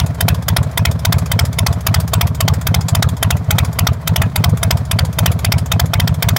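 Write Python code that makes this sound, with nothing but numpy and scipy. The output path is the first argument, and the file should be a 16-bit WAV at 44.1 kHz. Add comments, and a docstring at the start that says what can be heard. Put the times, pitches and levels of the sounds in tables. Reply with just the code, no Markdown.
"""Outdoors on asphalt: a big V-twin motorcycle idles, heard close to its short open exhaust.
It lopes: both cylinders fire, then both miss, with an occasional stumble. A firing gives a crack
of gas, a boom of the pipe's air column and a thud as the exhaust valve shuts; a miss gives a puff
and a weaker boom and thud. Underneath, the valve gear clatters and the flow in the pipe rumbles."""
import sys
import numpy as np
from scipy import signal
from scipy.fft import rfft, irfft
from scipy.io import wavfile

SR = 44100
rng = np.random.default_rng(int(sys.argv[2]) if len(sys.argv) > 2 else 0)


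def store_pcm(level_fs):
    """Save levels as 16-bit WAV."""
    pcm = np.round(np.clip(level_fs, -1, 1) * 32767).astype(np.int16)
    wavfile.write(sys.argv[1], SR, np.atleast_2d(pcm).T)


N = 281358
TIME_S = np.arange(N) / SR
STROKE_S = np.arange(-2048, 6144) / SR   # time axis of one stroke

# Noise spectra: (frequency [Hz], relative density [dB])
GEAR_SPECTRUM = [(250, -4), (340, -18), (420, 0.5), (520, -6), (660, 3), (800, -5.5), (980, -2.5),
                 (1600, -9.5), (2400, -15.5), (2850, -24.5), (3200, -19), (5000, -23.5), (9000, -32),
                 (16000, -33)]         # valve gear, chain, intake
RUMBLE_SPECTRUM = [(25, -28), (45, -14), (65, -13.5), (110, -16), (140, -1.5), (165, 3.5), (195, -15),
                   (270, -13.5), (330, -26.5), (500, -25.5)]     # turbulent pipe flow
GULP_SPECTRUM = [(330, -22), (420, 1), (520, 2.5), (590, 3), (680, 7), (780, -7.5), (980, -1.5),
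                 (1400, -11), (2200, -33), (4000, -26)]         # gas squeezed past a closing valve
PUFF_SPECTRUM = [(500, 11.5), (1000, 10.5), (1700, 4.5), (2400, 4), (2850, -3.5), (3400, 5.5), (4100, -1),
                 (4900, 4.5), (5800, 0), (7000, 6), (8300, -1.5), (9500, 2), (15500, -5.5)]         # unburnt gas
SCATTER_SPECTRUM = [(300, -9), (520, -4.5), (680, 8), (780, -0.5), (970, 7), (1250, -0.5), (1700, -4.5),
                    (2500, -3.5), (3000, -9), (4500, -18), (8000, -22.5), (16000, -49)]   # reflections off engine and surroundings
BARK_SPECTRUM = [(250, -68), (480, -10.5), (680, -3.5), (820, -0.5), (1400, 5), (1750, 1.5), (2050, 5.5),
                 (2500, -1.5), (2750, -6.5), (3100, -1)]         # pipe on a firing
JET_SPECTRA = [
    [(2900, -76), (3100, 3), (3300, -4), (3650, 3.5), (4100, -11), (4750, -0.5), (5400, -6), (7300, -6.5),
     (8600, -9), (9400, -7.5), (10800, -4.5), (13000, -6.5), (15700, -7.5)],
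    [(2900, -51), (3100, 3), (3650, 1.5), (3950, -6), (4400, -3), (5000, -2), (5550, -2.5), (6500, -8.5),
     (8700, -10.5), (11000, -9), (13000, -10), (15700, -7.5)],
]           # gas jet, per cylinder

# Modes per cylinder: (frequency [Hz], level [dB], t60 [s])
CLOSED_PIPE_MODES = [
    [(118.8, 0.5, 0.11), (158, 4.5, 0.051), (235, -2, 0.032), (415, -24, 0.07)],
    [(111, -2, .073), (167, -2.5, 0.054), (229, -6, 0.026), (404, -48, 0.044)],
]   # pipe with its valve shut
SHOCK_MODES = [
    [(700, -15.5, 0.017), (665, -22.5, 0.098), (675, -33, 0.056), (948, -26, 0.069), (2520, -30, 0.11),
     (2590, -32, 0.11)],
    [(770, -14.5, 0.024), (677, -26.5, 0.056), (700, -21.5, 0.11), (869, -32, 0.2), (1000, -40, 0.28),
     (2520, -26.5, 0.09)],
]          # pipe and wall, rung by the pressure front

# Lopes of two engine cycles, one fired and one missed:
# (rear firing [s], front firing [s], rear strength [dB], front strength [dB], miss strength [dB])
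LOPES = [(-0.078, 0, 1.5, -1.5, 0), (0.2116, 0.2873, 1, 0, -0.5), (0.4875, 0.5697, 0.5, 0.5, -0.5),
         (0.7798, 0.857, 1, 0, 0), (1.055, 1.1285, 1, -1, 0), (1.3207, 1.396, -0.5, 0.5, 0),
         (1.5909, 1.6692, 0, -0.5, 0), (1.8714, 1.9465, 1.5, 0, 0.5), (2.1392, 2.2152, 1, 1, 0),
         (2.41, 2.4841, 0, 0, -0.5), (2.6734, 2.7476, -1, -1, 0), (2.954, 3.0294, -1, 0, 0.5),
         (3.2321, 3.31, 1.5, -1, -2), (3.5117, 3.5884, 1.5, 0, 0.5), (3.7929, 3.8735, 1, 1, -4),
         (4.0792, 4.165, -1, -0.5, -5.5), (4.3634, 4.4447, 0, 1, 1), (4.6347, 4.712, 0, 1, 0),
         (4.917, 4.993, -1, -1, -0.5), (5.1913, 5.2639, 1, 1, -0.5), (5.4506, 5.5248, -0.5, 0.5, 0.5),
         (5.7219, 5.8007, 2, -0.5, -2), (6.0026, 6.0796, -0.5, -5.5, -1), (6.2913, 6.368, 0, -0.5, 0)]
# Firings in place of a miss: (time [s], jet [dB], bark [dB], boom [dB], shut delay [s])
STRAY_FIRINGS = [(4.2221, -19.5, -15.5, -7, 0.036), (5.9399, -15.5, -16.5, -6, 0.046),
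                 (6.2291, -13.5, -17, -8, 0.044)]
# Late burns, chuffing as the valve shuts: (time [s], puff [dB], chuff [dB], shut delay [s])
LATE_BURNS = [(2.8881, -16.5, -2, 0.042), (3.446, -42, -4, 0.044), (4.4972, -30.5, -1.5, 0.031)]

LOPE_S = 0.28   # nominal length
# Pairs: (rear, front) cylinder
JET_DB, BARK_DB, BOOM_DB, THUD_DB = (-14, -13.5), (-17.5, -16), (-7, -6), (-5, -3)
BOOM_HZ, BOOM_PEAK_S = (79.5, 84), (0.02086, 0.0204)
MISS_PUFF_DB, MISS_BOOM_DB, MISS_THUD_DB = (-25, -32), (-19.5, -18.5), (-9.5, -13)
SHUT_S, MISS_SHUT_S = (0.0373, 0.04), (0.0364, 0.0422)
MISS_LOPE_FRACTION = (0.497, 0.783)
COAST_LOSS_DB_PER_S = (65, 163)   # longer lope, weaker misses
JET_DB_PER_DB, BASS_DB_PER_DB, PUFF_DB_PER_DB = 0.71, 0.16, 2.1   # response to stroke strength


def from_db(db):
    """Decibels to gain."""
    return 10 ** (np.asarray(db) / 20)


def unit_rms(x):
    """Scale to rms 1."""
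    return x / np.sqrt(np.mean(x ** 2) + 1e-20)


def add_stroke(out, at_s, sound):
    """Mix in a stroke with its time zero at at_s."""
    start = int(round((at_s + STROKE_S[0]) * SR))
    first, end = max(start, 0), min(start + len(sound), N)
    out[first:end] += sound[first - start:end - start]


def coloured(x, spectrum, ripple_db=0):
    """Filter x by a spectrum, with random ripple at fifth-octave spacing."""
    log_hz = np.log(np.fft.rfftfreq(len(x), 1 / SR) + 1)
    hz, db = np.transpose(spectrum)
    shape_db = np.interp(log_hz, np.log(hz), db)
    knots = np.linspace(np.log(20), np.log(SR / 2), num=50)
    random_db = ripple_db * np.interp(log_hz, knots, rng.standard_normal(len(knots)))
    skirt_db = 60 * (np.maximum(np.log(hz[0]) - log_hz, 0) + np.maximum(log_hz - np.log(hz[-1]), 0))
    return irfft(rfft(x) * from_db(shape_db + random_db - skirt_db), len(x))


def swell(t, rise_s, fall_s):
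    """Two-sided Gaussian, peak at t = 0."""
    return np.exp(-.5 * (t / np.where(t < 0, rise_s, fall_s)) ** 2)


def decay(t, rise_s, t60_s):
    """Gaussian rise to t = 0, then exponential decay."""
    return swell(np.minimum(t, 0), rise_s, rise_s) * from_db(-60 * np.maximum(t, 0) / t60_s)


def ring(t, hz, t60_s):
    """Mode struck at t = 0."""
    t = np.maximum(t, 0)
    return np.sin(2 * np.pi * hz * t) * from_db(-60 * t / t60_s)


def surge(t, hz, rise_s, fall_s, glide_per_s=0):
    """Brief swing of the air column around a pressure peak."""
    return swell(t, rise_s, fall_s) * np.cos(2 * np.pi * hz * t * (1 + glide_per_s * t / 2))


def burst(envelope, spectrum, ripple_db):
    """Turbulent gust with the energy of 10 ms at rms 1."""
    gust = coloured(envelope * rng.standard_normal(len(STROKE_S)), spectrum, ripple_db)
    return gust * np.sqrt(.01 * SR / np.sum(gust ** 2))


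def gas_flow():
    """Relative pipe flow: swells after each firing."""
    flow = np.zeros(N)
    regular_s = [at_s for lope in LOPES for at_s in lope[:2]]
    stray_s = [stray[0] for stray in STRAY_FIRINGS]
    for at_s in regular_s + stray_s:
        add_stroke(flow, at_s, swell(STROKE_S - .04, rise_s=0.038, fall_s=0.092))
    return flow


def valve_gear(flow):
    """Tappets, chain and intake: one uneven clatter, a little louder after each firing."""
    knots_s = np.arange(0, N / SR + .1, .012)
    clatter_db = 2.8 * np.interp(TIME_S, knots_s, rng.standard_normal(len(knots_s)))
    noise = unit_rms(coloured(rng.standard_normal(N), GEAR_SPECTRUM))
    return from_db(-34.5 + clatter_db) * (0.72 + 0.1 * flow) * noise


def pipe_rumble(flow):
    """Flow stirs the pipe's low modes at random."""
    noise = unit_rms(coloured(rng.standard_normal(N), RUMBLE_SPECTRUM))
    return from_db(-29) * (.8 + .4 * flow) * noise


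def puff(db):
    """Unburnt gas leaves softly."""
    envelope = decay(STROKE_S + 0.0016, rise_s=0.0017, t60_s=0.064)
    return from_db(db) * burst(envelope, PUFF_SPECTRUM, ripple_db=3)


def valve_thud(cylinder, shut_s):
    """Closing valve squeezes the swing up in pitch with a gulp of gas; the closed pipe rings."""
    t = STROKE_S - shut_s
    swing = surge(t, hz=113, rise_s=.0052, fall_s=.0087, glide_per_s=30)
    closed_s = np.maximum(t - .004, 0)
    seal = 1 - np.exp(-closed_s / 0.0044)
    modes = sum((-1) ** k * from_db(db) * ring(closed_s, hz, t60_s)
                for k, (hz, db, t60_s) in enumerate(CLOSED_PIPE_MODES[cylinder]))
    gulp = burst(swell(t - .005, rise_s=0.0056, fall_s=0.0053), GULP_SPECTRUM, ripple_db=4)
    return swing - seal * modes + from_db(-22.5) * gulp


def miss(cylinder, strength_db):
    """Unfired stroke: puff, weak boom, thud of opposite polarity to a firing's."""
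    boom = from_db(MISS_BOOM_DB[cylinder]) * surge(STROKE_S - .0249, hz=77, rise_s=0.022, fall_s=0.013)
    thud = from_db(MISS_THUD_DB[cylinder]) * valve_thud(cylinder, MISS_SHUT_S[cylinder])
    gas = puff(MISS_PUFF_DB[cylinder] + PUFF_DB_PER_DB * strength_db)
    return gas + from_db(strength_db) * (boom + thud)


def crack(cylinder, jet_db, bark_db):
    """Burnt gas breaks out: pressure front, pipe bark, jet, then scattered sound."""
    shock = sum(from_db(db + rng.normal(0, 4.1))
                * ring(STROKE_S + .0056, hz * rng.normal(1, 0.0083), t60_s)
                for hz, db, t60_s in SHOCK_MODES[cylinder])
    valve_open = np.clip((STROKE_S + .007) / .004, 0, 1)
    bark_envelope = decay(STROKE_S + 0.0024, rise_s=0.0019, t60_s=0.031)
    bark = burst(valve_open * bark_envelope, BARK_SPECTRUM, ripple_db=2.5)
    blowdown = swell(STROKE_S + 0.00054, rise_s=0.0034, fall_s=0.0029)
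    tail = from_db(-19) * decay(STROKE_S - .003, rise_s=0.0018, t60_s=0.068)
    jet = from_db(.5) * burst(valve_open * (blowdown + tail), JET_SPECTRA[cylinder], ripple_db=3)
    scatter_envelope = decay(STROKE_S - .014, rise_s=0.003, t60_s=0.067)
    scatter = from_db(-7.5) * burst(scatter_envelope, SCATTER_SPECTRUM, ripple_db=6.5)
    return from_db(bark_db) * (bark + scatter - from_db(15) * shock) + from_db(jet_db) * jet


def firing(cylinder, jet_db, bark_db, boom_db, thud_db, shut_s):
    """Fired stroke: crack, air-column boom steepened by an overtone, valve thud."""
    t = STROKE_S - BOOM_PEAK_S[cylinder]
    boom = surge(t, hz=BOOM_HZ[cylinder], rise_s=0.0042, fall_s=0.0063)
    overtone = from_db(-13) * surge(t + 0.00114, hz=167, rise_s=0.0037, fall_s=0.0052)
    return (crack(cylinder, jet_db, bark_db)
            + from_db(boom_db) * (boom + overtone)
            - from_db(thud_db) * valve_thud(cylinder, shut_s))


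def coasting_stroke(due_s, cylinder, strength_db):
    """(time [s], sound) of a miss, or of a stumble listed near due_s."""
    near_s = LOPE_S / 10
    for at_s, jet_db, bark_db, boom_db, shut_s in STRAY_FIRINGS:
        if abs(at_s - due_s) < near_s:
            return at_s, firing(cylinder, jet_db, bark_db, boom_db, THUD_DB[cylinder] - 1, shut_s)
    for at_s, puff_db, chuff_db, shut_s in LATE_BURNS:
        if abs(at_s - due_s) < near_s:
            return at_s, puff(puff_db) + from_db(chuff_db) * valve_thud(cylinder, shut_s)
    return due_s, miss(cylinder, strength_db)


def exhaust():
    """Per lope, each cylinder fires once, then coasts."""
    out = np.zeros(N)
    lengths_s = np.append(np.diff([lope[0] for lope in LOPES]), LOPE_S)
    for (rear_s, front_s, rear_db, front_db, miss_db), length_s in zip(LOPES, lengths_s):
        for cylinder, (at_s, strength_db) in enumerate([(rear_s, rear_db), (front_s, front_db)]):
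            jet_db = JET_DB[cylinder] + JET_DB_PER_DB * strength_db
            bark_db = BARK_DB[cylinder] + strength_db
            boom_db = BOOM_DB[cylinder] + BASS_DB_PER_DB * strength_db
            thud_db = THUD_DB[cylinder] + BASS_DB_PER_DB * strength_db
            shut_s = SHUT_S[cylinder] * (length_s / LOPE_S) ** 0.54   # later in a slow lope
            add_stroke(out, at_s, firing(cylinder, jet_db, bark_db, boom_db, thud_db, shut_s))
            coast_db = miss_db - COAST_LOSS_DB_PER_S[cylinder] * (length_s - LOPE_S)
            due_s = rear_s + MISS_LOPE_FRACTION[cylinder] * length_s
            if due_s < N / SR:
                add_stroke(out, *coasting_stroke(due_s, cylinder, coast_db))
    return out


def scene():
    """Exhaust and engine, close, mono."""
    flow = gas_flow()
    return (exhaust() + pipe_rumble(flow) + valve_gear(flow))[None]


def record(dry, bass_cut_hz=36, top_cut_hz=15900):
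    """High-pass, soft clip at full scale, steep low-pass."""
    highpass = signal.butter(2, bass_cut_hz, "high", fs=SR, output="sos")
    lowpass = signal.ellip(12, .1, 80, top_cut_hz, fs=SR, output="sos")
    x = signal.sosfiltfilt(highpass, dry, padtype="even", padlen=4096)
    clipped = x / (1 + x ** 4) ** (1 / 4)
    return signal.sosfilt(lowpass, clipped)


dry = scene()
out = record(dry)
store_pcm(out)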